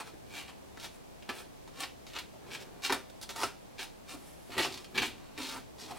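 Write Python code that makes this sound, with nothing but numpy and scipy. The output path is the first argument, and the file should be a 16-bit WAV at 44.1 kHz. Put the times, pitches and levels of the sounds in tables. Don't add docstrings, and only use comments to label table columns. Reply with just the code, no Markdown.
import sys
import numpy as np
from scipy import signal
from scipy.fft import rfft, irfft
from scipy.io import wavfile
from scipy.ndimage import uniform_filter1d, map_coordinates

SR = 44100
rng = np.random.default_rng(int(sys.argv[2]) if len(sys.argv) > 2 else 0)


def log_audio(samples):
    frames = np.atleast_2d(samples).T
    limited = np.clip(frames, -1, 1)
    pcm = np.round(limited * 32767).astype(np.int16)
    wavfile.write(sys.argv[1], SR, pcm)


N = 263718


def amp(db):
    return 10 ** (np.asarray(db) / 20)


def unit_rms(x):
    return x / np.sqrt(np.mean(x ** 2) + 1e-20)


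def at_hz(points, hz):
    table_hz, value = np.transpose(points)
    return np.interp(np.log(hz + 1), np.log(table_hz + 1), value)


def convolve(x, response):
    return signal.fftconvolve(x, response)[:N]


def colour(x, spectrum, size=4096):
    log_gain = np.log(amp(at_hz(spectrum, abs(np.fft.fftfreq(size, 1 / SR)))))
    response = np.fft.ifft(np.exp(np.conj(signal.hilbert(log_gain)))).real[:size // 2]
    return convolve(x, response / np.linalg.norm(response))


def envelope(rows):
    level_db = np.interp(np.arange(N) / SR, *np.transpose(rows), left=-np.inf, right=-np.inf)
    return uniform_filter1d(amp(level_db), size=90)


def swell(peak_s, rise_s, fall_s, edge_db=-20, rise_curve=1.5, fall_curve=1.3):
    t = np.arange(N) / SR - peak_s
    active = (t > -4 * rise_s) & (t < 4 * fall_s)
    before = np.maximum(-t[active] / rise_s, 0) ** rise_curve
    after = np.maximum(t[active] / fall_s, 0) ** fall_curve
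    gain = np.zeros(N)
    gain[active] = amp(edge_db * (before + after))
    return gain


def pushes(rows):
    return np.sqrt(sum((amp(db) * swell(peak_s, rise_s, fall_s)) ** 2
                       for peak_s, rise_s, fall_s, db in rows))


def contacts(per_s, spread_db):
    occurs = rng.random(N) < per_s / SR
    size_db = spread_db * np.minimum(rng.exponential(1, N), 4)
    clicks = occurs * amp(size_db) * rng.choice([-1, 1], N)
    return clicks / np.sqrt(abs(uniform_filter1d(clicks ** 2, size=900)) + 1e-6)


# (frequency [Hz], relative density [dB])
NOISE_MID = [(12, -28), (24, -20), (31, 10.5), (42, -28), (60, 5.5), (85, -4.5), (120, -1.5), (400, -4.5),
             (800, -6), (1400, -15.5), (3000, -17.5), (8000, -23), (15800, -28.5)]
NOISE_SIDE = [(20, -22), (45, -11), (70, -2), (110, 6.5), (300, 4), (450, 0.5), (700, 3), (900, -8),
              (1400, -12), (3000, -18), (8000, -22.5), (15800, -29)]
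def room_noise(mid_db=-56.5, side_db=-52):
    mid = amp(mid_db) * unit_rms(colour(rng.standard_normal(N), NOISE_MID, size=16384))
    side = amp(side_db) * unit_rms(colour(rng.standard_normal(N), NOISE_SIDE, size=16384))
    return np.array([mid + side, mid - side])


# (frequency [Hz], T60 [s])
DECAY_TIMES = [(150, 0.48), (400, 0.29), (1000, 0.24), (2800, 0.3), (7000, 0.26), (15000, 0.22)]
def reverb_tail(near_db, near_s):
    hz, frame_s, spectra = signal.stft(rng.standard_normal(SR // 2), SR, nperseg=256)
    decay = amp(-60 * frame_s / at_hz(DECAY_TIMES, hz)[:, None])
    tail = signal.istft(spectra * decay, SR, nperseg=256)[1]
    t = np.arange(len(tail)) / SR
    tail = tail * (1 + amp(near_db) * np.exp(-t / near_s)) * (t > 0.001)
    return tail / np.linalg.norm(tail)


def scatter(x, near_db, near_s, count=3, drift_hz=1.694):
    t = np.arange(N) / SR
    shares = [np.cos(np.pi * (drift_hz * t + k / count)) * np.sqrt(2 / count) for k in range(count)]
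    return sum(convolve(x * share, reverb_tail(near_db, near_s)) for share in shares)


# (mean delay [s], gain [ratio])
EARLY_ECHOES = [(.0019, 0.22), (.003, 0.16), (.0065, 0.24)]
# (frequency [Hz], side over mid [dB])
REVERB_WIDTH = [(60, -4), (120, -7), (250, -11.5), (600, -12), (1200, -18.5), (2400, -11.5), (4400, -12.5),
                (8000, -3.5), (15000, -3.5)]
def room(x, direct, wet, sway_hz=0.4):
    t, hz = np.arange(N) / SR, np.fft.rfftfreq(N, 1 / SR)
    reach = 1 + 0.134 * np.sin(2 * np.pi * sway_hz * t)
    echoes = sum(gain * map_coordinates(x, [(t - delay_s * reach) * SR], order=3)
                 for delay_s, gain in EARLY_ECHOES)
    mid = direct * (x + echoes) + wet * scatter(x, near_db=7, near_s=0.0087)
    diffuse = convolve(x, reverb_tail(near_db=6, near_s=0.0089))
    side = wet * irfft(rfft(diffuse) * amp(at_hz(REVERB_WIDTH, hz)), N)
    return np.array([mid + side, mid - side])


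# (frequency [Hz], bandwidth [Hz], relative level [dB])
BOARD_MODES = [(256, 36, 3), (287, 28, -3), (385, 26, 5), (500, 30, -9), (714, 18, 3), (778, 20, -3),
               (915, 50, 1), (985, 25, -6), (1182, 16, -1), (1314, 30, 2), (1389, 16, -5), (1464, 25, -5),
               (1552, 30, -2), (1608, 30, -6), (1760, 30, -6), (1810, 30, -7), (1952, 30, -5),
               (2218, 20, -2), (2350, 55, -3), (2477, 28, -4), (2714, 30, -4), (2810, 70, -4),
               (3150, 70, -3), (3335, 40, -1), (3440, 20, -4), (3720, 130, -3), (4274, 35, -3),
               (4375, 40, -4), (5017, 60, -4), (5459, 30, -1)]
def board_ring(x, gain=0.93, ring_db=-1):
    t = np.arange(SR // 4) / SR
    modes = np.zeros(len(t))
    for hz, width_hz, db in BOARD_MODES:
        decay = 2 * np.pi * width_hz / SR * np.exp(-np.pi * width_hz * t)
        modes += amp(db) * decay * np.cos(2 * np.pi * hz * t)
    return gain * (x + amp(ring_db) * convolve(x, modes))


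# (time [s], level [dB])
SHIFT_LEVELS = [(2.41, -59), (2.44, -57), (2.5, -52), (2.68, -56), (2.8, -55), (2.84, -54)]
# (frequency [Hz], level [dB])
CREASE_SPECTRUM = [(40, -14), (90, 6), (200, -3), (450, 6.5), (850, -5.5), (1500, -7), (5000, -27.5)]
def hand_shift():
    return colour(envelope(SHIFT_LEVELS) * contacts(per_s=90, spread_db=2), CREASE_SPECTRUM)


# (time [s], level [dB])
SLIDE_LEVELS = [(4.16, -64), (4.28, -57.5), (4.38, -65), (4.48, -61.5), (4.55, -67)]
# (frequency [Hz], level [dB])
SKIN_SPECTRUM = [(200, -11), (1000, 0), (4000, -3.5), (7500, -3), (11000, 1), (13000, -7), (16000, -18)]
def skin_slide():
    return colour(envelope(SLIDE_LEVELS) * rng.standard_normal(N), SKIN_SPECTRUM)


# (time [s], level [dB], pitch [Hz])
PAD_TAPS = [(0.134, -40.5, 310), (0.635, -50.5, 545), (1.288, -33.5, 974), (2.335, -44, 610),
            (4.139, -40, 278), (5.908, -32.5, 733)]
def pad_taps(level_db=-3, swell_s=0.0043, wobble_rad=0.72):
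    out, t = np.zeros(N + SR), np.arange(SR // 10) / SR
    shape = t / swell_s * np.exp(1 - t / swell_s)
    for time_s, db, hz in PAD_TAPS:
        wobble = unit_rms(uniform_filter1d(rng.standard_normal(len(t)), size=60))
        cycles = np.sin(2 * np.pi * hz * t + wobble_rad * wobble)
        start = round(time_s * SR)
        out[start:start + len(t)] += amp(db + level_db) * shape * cycles
    return out[:N]


# (peak time [s], rise [s], fall [s], level [dB])
PAD_DRAGS = [(0.37, 0.12, .05, -52.5), (1.29, .003, 0.022, -34.5), (1.39, 0.18, 0.056, -53),
             (1.79, .02, .13, -53), (2.18, 0.11, .08, -63), (2.92, .055, 0.071, -39.5),
             (3.36, .015, .15, -52), (3.44, 0.032, 0.054, -44.5), (4.145, 0.074, 0.024, -47),
             (4.497, 0.0072, 0.045, -45), (4.605, 0.058, 0.014, -30), (4.662, 0.023, 0.15, -44),
             (4.995, 0.089, 0.12, -36.5), (5.378, 0.009, 0.12, -45), (5.56, .12, .04, -48),
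             (5.903, 0.15, 0.076, -48.5)]
# (frequency [Hz], level [dB])
PAD_SPECTRUM = [(30, -23), (70, -10), (120, -7), (180, -19.5), (250, -2.5), (380, -3.5), (560, -10.5),
                (900, -20), (4000, -35)]
def pad_drags(level_db=-3):
    slips = pushes(PAD_DRAGS) * contacts(per_s=500, spread_db=1.5)
    return amp(level_db) * colour(slips, PAD_SPECTRUM)


# (frequency [Hz], level [dB])
BOARD_SPECTRUM = [(100, -44), (300, -3), (430, -2), (580, -4.5), (850, 2), (1400, 2), (2000, -5.5),
                  (3500, -28), (12000, -93)]
DUST_SPECTRUM = [(1000, -76), (4500, -18), (7000, 5.5), (9000, 11.5), (12000, 2.5), (16000, -1)]
# (frequency [Hz], level [dB])
COARSE_SPECTRUM = [(200, -43.5), (900, -24), (1600, -6.5), (2600, 2.5), (3400, -1), (4400, -2.5),
                   (6000, -16), (9000, -23.5), (16000, -31.5)]
SHARP_SPECTRUM = [(200, -29), (1200, -27.5), (2400, -13), (3500, -5.5), (4700, -4.5), (5700, -7),
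                  (7000, -11.5), (10000, -17.5), (16000, -30.5)]
def grit(scrape, board, dust):
    peak_s, *_, sharp_db = np.transpose(GRIT_STROKES)
    tilt = amp(np.interp(np.arange(N) / SR, peak_s, sharp_db))
    rasp = colour(scrape, COARSE_SPECTRUM) + tilt * colour(scrape, SHARP_SPECTRUM)
    rasp /= np.sqrt(1 + tilt + tilt ** 2)
    return rasp + colour(board, BOARD_SPECTRUM) + colour(dust, DUST_SPECTRUM)


# (time [s], level [dB], board share [dB], dust share [dB])
GRAIN_SNAPS = [(0.0014, -33.5, 4, -19), (0.7737, -36, 2, -18), (0.7991, -32.5, -16, -7),
               (0.8457, -31, -5.5, -12), (1.2252, -36, -23, -27), (1.292, -25.5, -6, -28),
               (1.6772, -37, -2, -9), (1.8034, -32.5, -12, 3), (1.8347, -20, -30, -23),
               (2.0673, -33.5, -12, -10), (2.135, -29.5, -25, -25), (2.16, -27, -9.5, -30),
               (2.1879, -20.5, -17, -11.5), (2.4678, -45, -10, -16), (2.5172, -33, -6, -9),
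               (2.5514, -29.5, -12, -26), (2.8439, -21, -27, -21), (2.897, -21, 2, -17),
               (2.9021, -23.5, 11, -12), (2.9241, -13.5, -1, -8), (3.0994, -41.5, -5, -3),
               (3.2142, -32, -10, -3), (3.2275, -32, -19.5, -2), (3.2929, -28, -12, -17),
               (3.3056, -27.5, -11, -9), (3.3612, -30.5, 0, -2), (3.4335, -17, 2, -7.5),
               (3.7926, -26.5, -8.5, -21), (4.579, -29, -8, -27), (4.6481, -18.5, -2.5, -29),
               (4.7252, -28.5, -10, -25), (4.7422, -25.5, -21, -10), (4.776, -28.5, -14, -23),
               (4.8453, -31, -22, -11), (4.9561, -23, -28, -26), (4.9781, -12, -27, -33),
               (5.024, -19, -20, -35), (5.378, -25, -13, -19), (5.9105, -40, -9, -12)]
def grain_snaps(scrape_db=9, board_db=11, dust_db=11.5, crumb_gain=0.079, crumb_s=0.0023):
    t = np.arange(SR // 40) / SR
    drives = np.zeros((3, N + len(t)))
    for time_s, db, board_share_db, dust_share_db in GRAIN_SNAPS:
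        snap = crumb_gain * rng.standard_normal(len(t)) * np.exp(-t / crumb_s)
        snap[0] = 1
        gains = amp(db) * amp([scrape_db, board_db + board_share_db, dust_db + dust_share_db])
        start = round(time_s * SR)
        drives[:, start:start + len(t)] += np.outer(gains, snap)
    return grit(*drives)


# (time [s], level [dB])
CREEP_LEVELS = [(5.1, -65), (5.2, -61), (5.37, -67)]
# (peak time [s], rise [s], fall [s], level [dB],
# board share [dB], dust share [dB], sharp over coarse [dB])
GRIT_STROKES = [ (0.004, 0.013, 0.024, -41, 3.5, -4.5, -5), (0.08, 0.063, .035, -50.5, -1.5, -6, 3),
                (0.375, .085, 0.091, -40, -8, -8.5, -3), (0.49, .025, 0.023, -45.5, -2.5, -10, -10),
                (0.85, 0.075, 0.037, -41.5, -8, -5.5, 9), (0.955, 0.052, 0.027, -61.5, -1, 3, 9),
                (1.294, 0.0087, 0.02, -34, 1.5, -13, -14), (1.39, 0.12, 0.059, -47.5, -1.5, -3, 4),
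                (1.806, 0.017, 0.056, -39.5, -5, -3, 2), (1.837, 0.093, .024, -39, -3, -9, -5),
                (2.075, .008, .11, -51, -13, -9, 7), (2.163, 0.036, 0.044, -38.5, -4, -15, -8),
                (2.191, .003, .024, -42, -4, -5, -5), (2.55, 0.068, 0.026, -38.5, -9, -9.5, -4),
                (2.62, 0.053, 0.024, -46.5, -13, -8, 4), (2.851, 0.029, 0.041, -28, -10, -10, 3),
                (2.903, .01, .035, -40.5, 7.5, -8, 4), (2.926, .004, 0.029, -32.5, 5, 0.5, 3),
                (3.23, .015, .018, -41.5, -9.5, -2.5, 31), (3.292, 0.0043, 0.038, -41.5, -2.5, -1.5, 12),
                (3.361, 0.0087, 0.073, -44, 0, -3, 8), (3.434, 0.088, 0.048, -36, 1.5, -3, 11),
                (3.797, 0.019, 0.054, -35, -15, -14, 0), (3.827, 0.03, 0.031, -41, -4.5, -3.5, 1),
                (4.099, 0.029, 0.063, -42.5, -6, -5.5, 2), (4.142, 0.043, 0.017, -51, 3.5, 1, 12),
                (4.53, 0.043, 0.15, -42.5, -3, -10.5, -6), (4.583, .016, 0.07, -26, -3, -11, -20),
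                (4.625, .03, 0.054, -30, -21, -12, 0), (4.652, .008, .025, -34.5, 0, -9, 0),
                (4.73, 0.17, 0.16, -48, -5, -6, 17), (4.957, 0.016, 0.074, -36, -5, -13, -20),
                (4.982, 0.0075, 0.022, -22, -9.5, -24, -7), (5.027, 0.027, 0.044, -28.5, -5, -15, -6),
                (5.057, 0.031, .045, -38, -18, -4.5, -5), (5.384, 0.015, 0.064, -41, -1.5, -6, -2),
                (5.435, 0.064, 0.1, -38, -10.5, -10, 5), (5.495, 0.067, 0.12, -40, -10.5, -9, 11),
                (5.57, 0.17, 0.032, -51.5, 7, 2, 1), (5.804, 0.033, 0.15, -44, -9.5, -9.5, 18),
                (5.912, 0.046, 0.027, -47.5, 2.5, -5, 2), (5.97, .05, .05, -51.5, 1, -2, -2), ]
def grit_strokes(scrape_db=-2, board_db=-3, dust_db=-2):
    peak_s, rise_s, fall_s, db, board_share_db, dust_share_db, _ = np.transpose(GRIT_STROKES)
    creep = envelope(CREEP_LEVELS)
    scrape_gain = pushes(zip(peak_s, rise_s, fall_s, db)) + creep
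    board_gain = pushes(zip(peak_s, rise_s, fall_s, db + board_share_db)) + creep
    dust_gain = pushes(zip(peak_s, rise_s, fall_s, db + dust_share_db))
    coarse = contacts(per_s=1300, spread_db=5)
    heavy = contacts(per_s=810, spread_db=4)
    fine = contacts(per_s=2300, spread_db=5.5)
    return grit(scrape=amp(scrape_db) * scrape_gain * coarse,
                board=amp(board_db) * board_gain * unit_rms(1.1 * heavy + coarse),
                dust=amp(dust_db) * dust_gain * unit_rms(fine + 0.79 * coarse))


def scene():
    rubbing = grit_strokes() + pad_drags() + pad_taps() + skin_slide() + hand_shift()
    stereo = room(rubbing, direct=0.47, wet=0.63) + room(grain_snaps(), direct=0.5, wet=0.62)
    return np.array([board_ring(channel) for channel in stereo]) + room_noise()


def record(dry):
    lowpass = signal.firwin(601, 16000, window=("kaiser", 9), fs=SR)
    return signal.oaconvolve(dry, lowpass[None], "same")


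dry = scene()
out = record(dry)
log_audio(out)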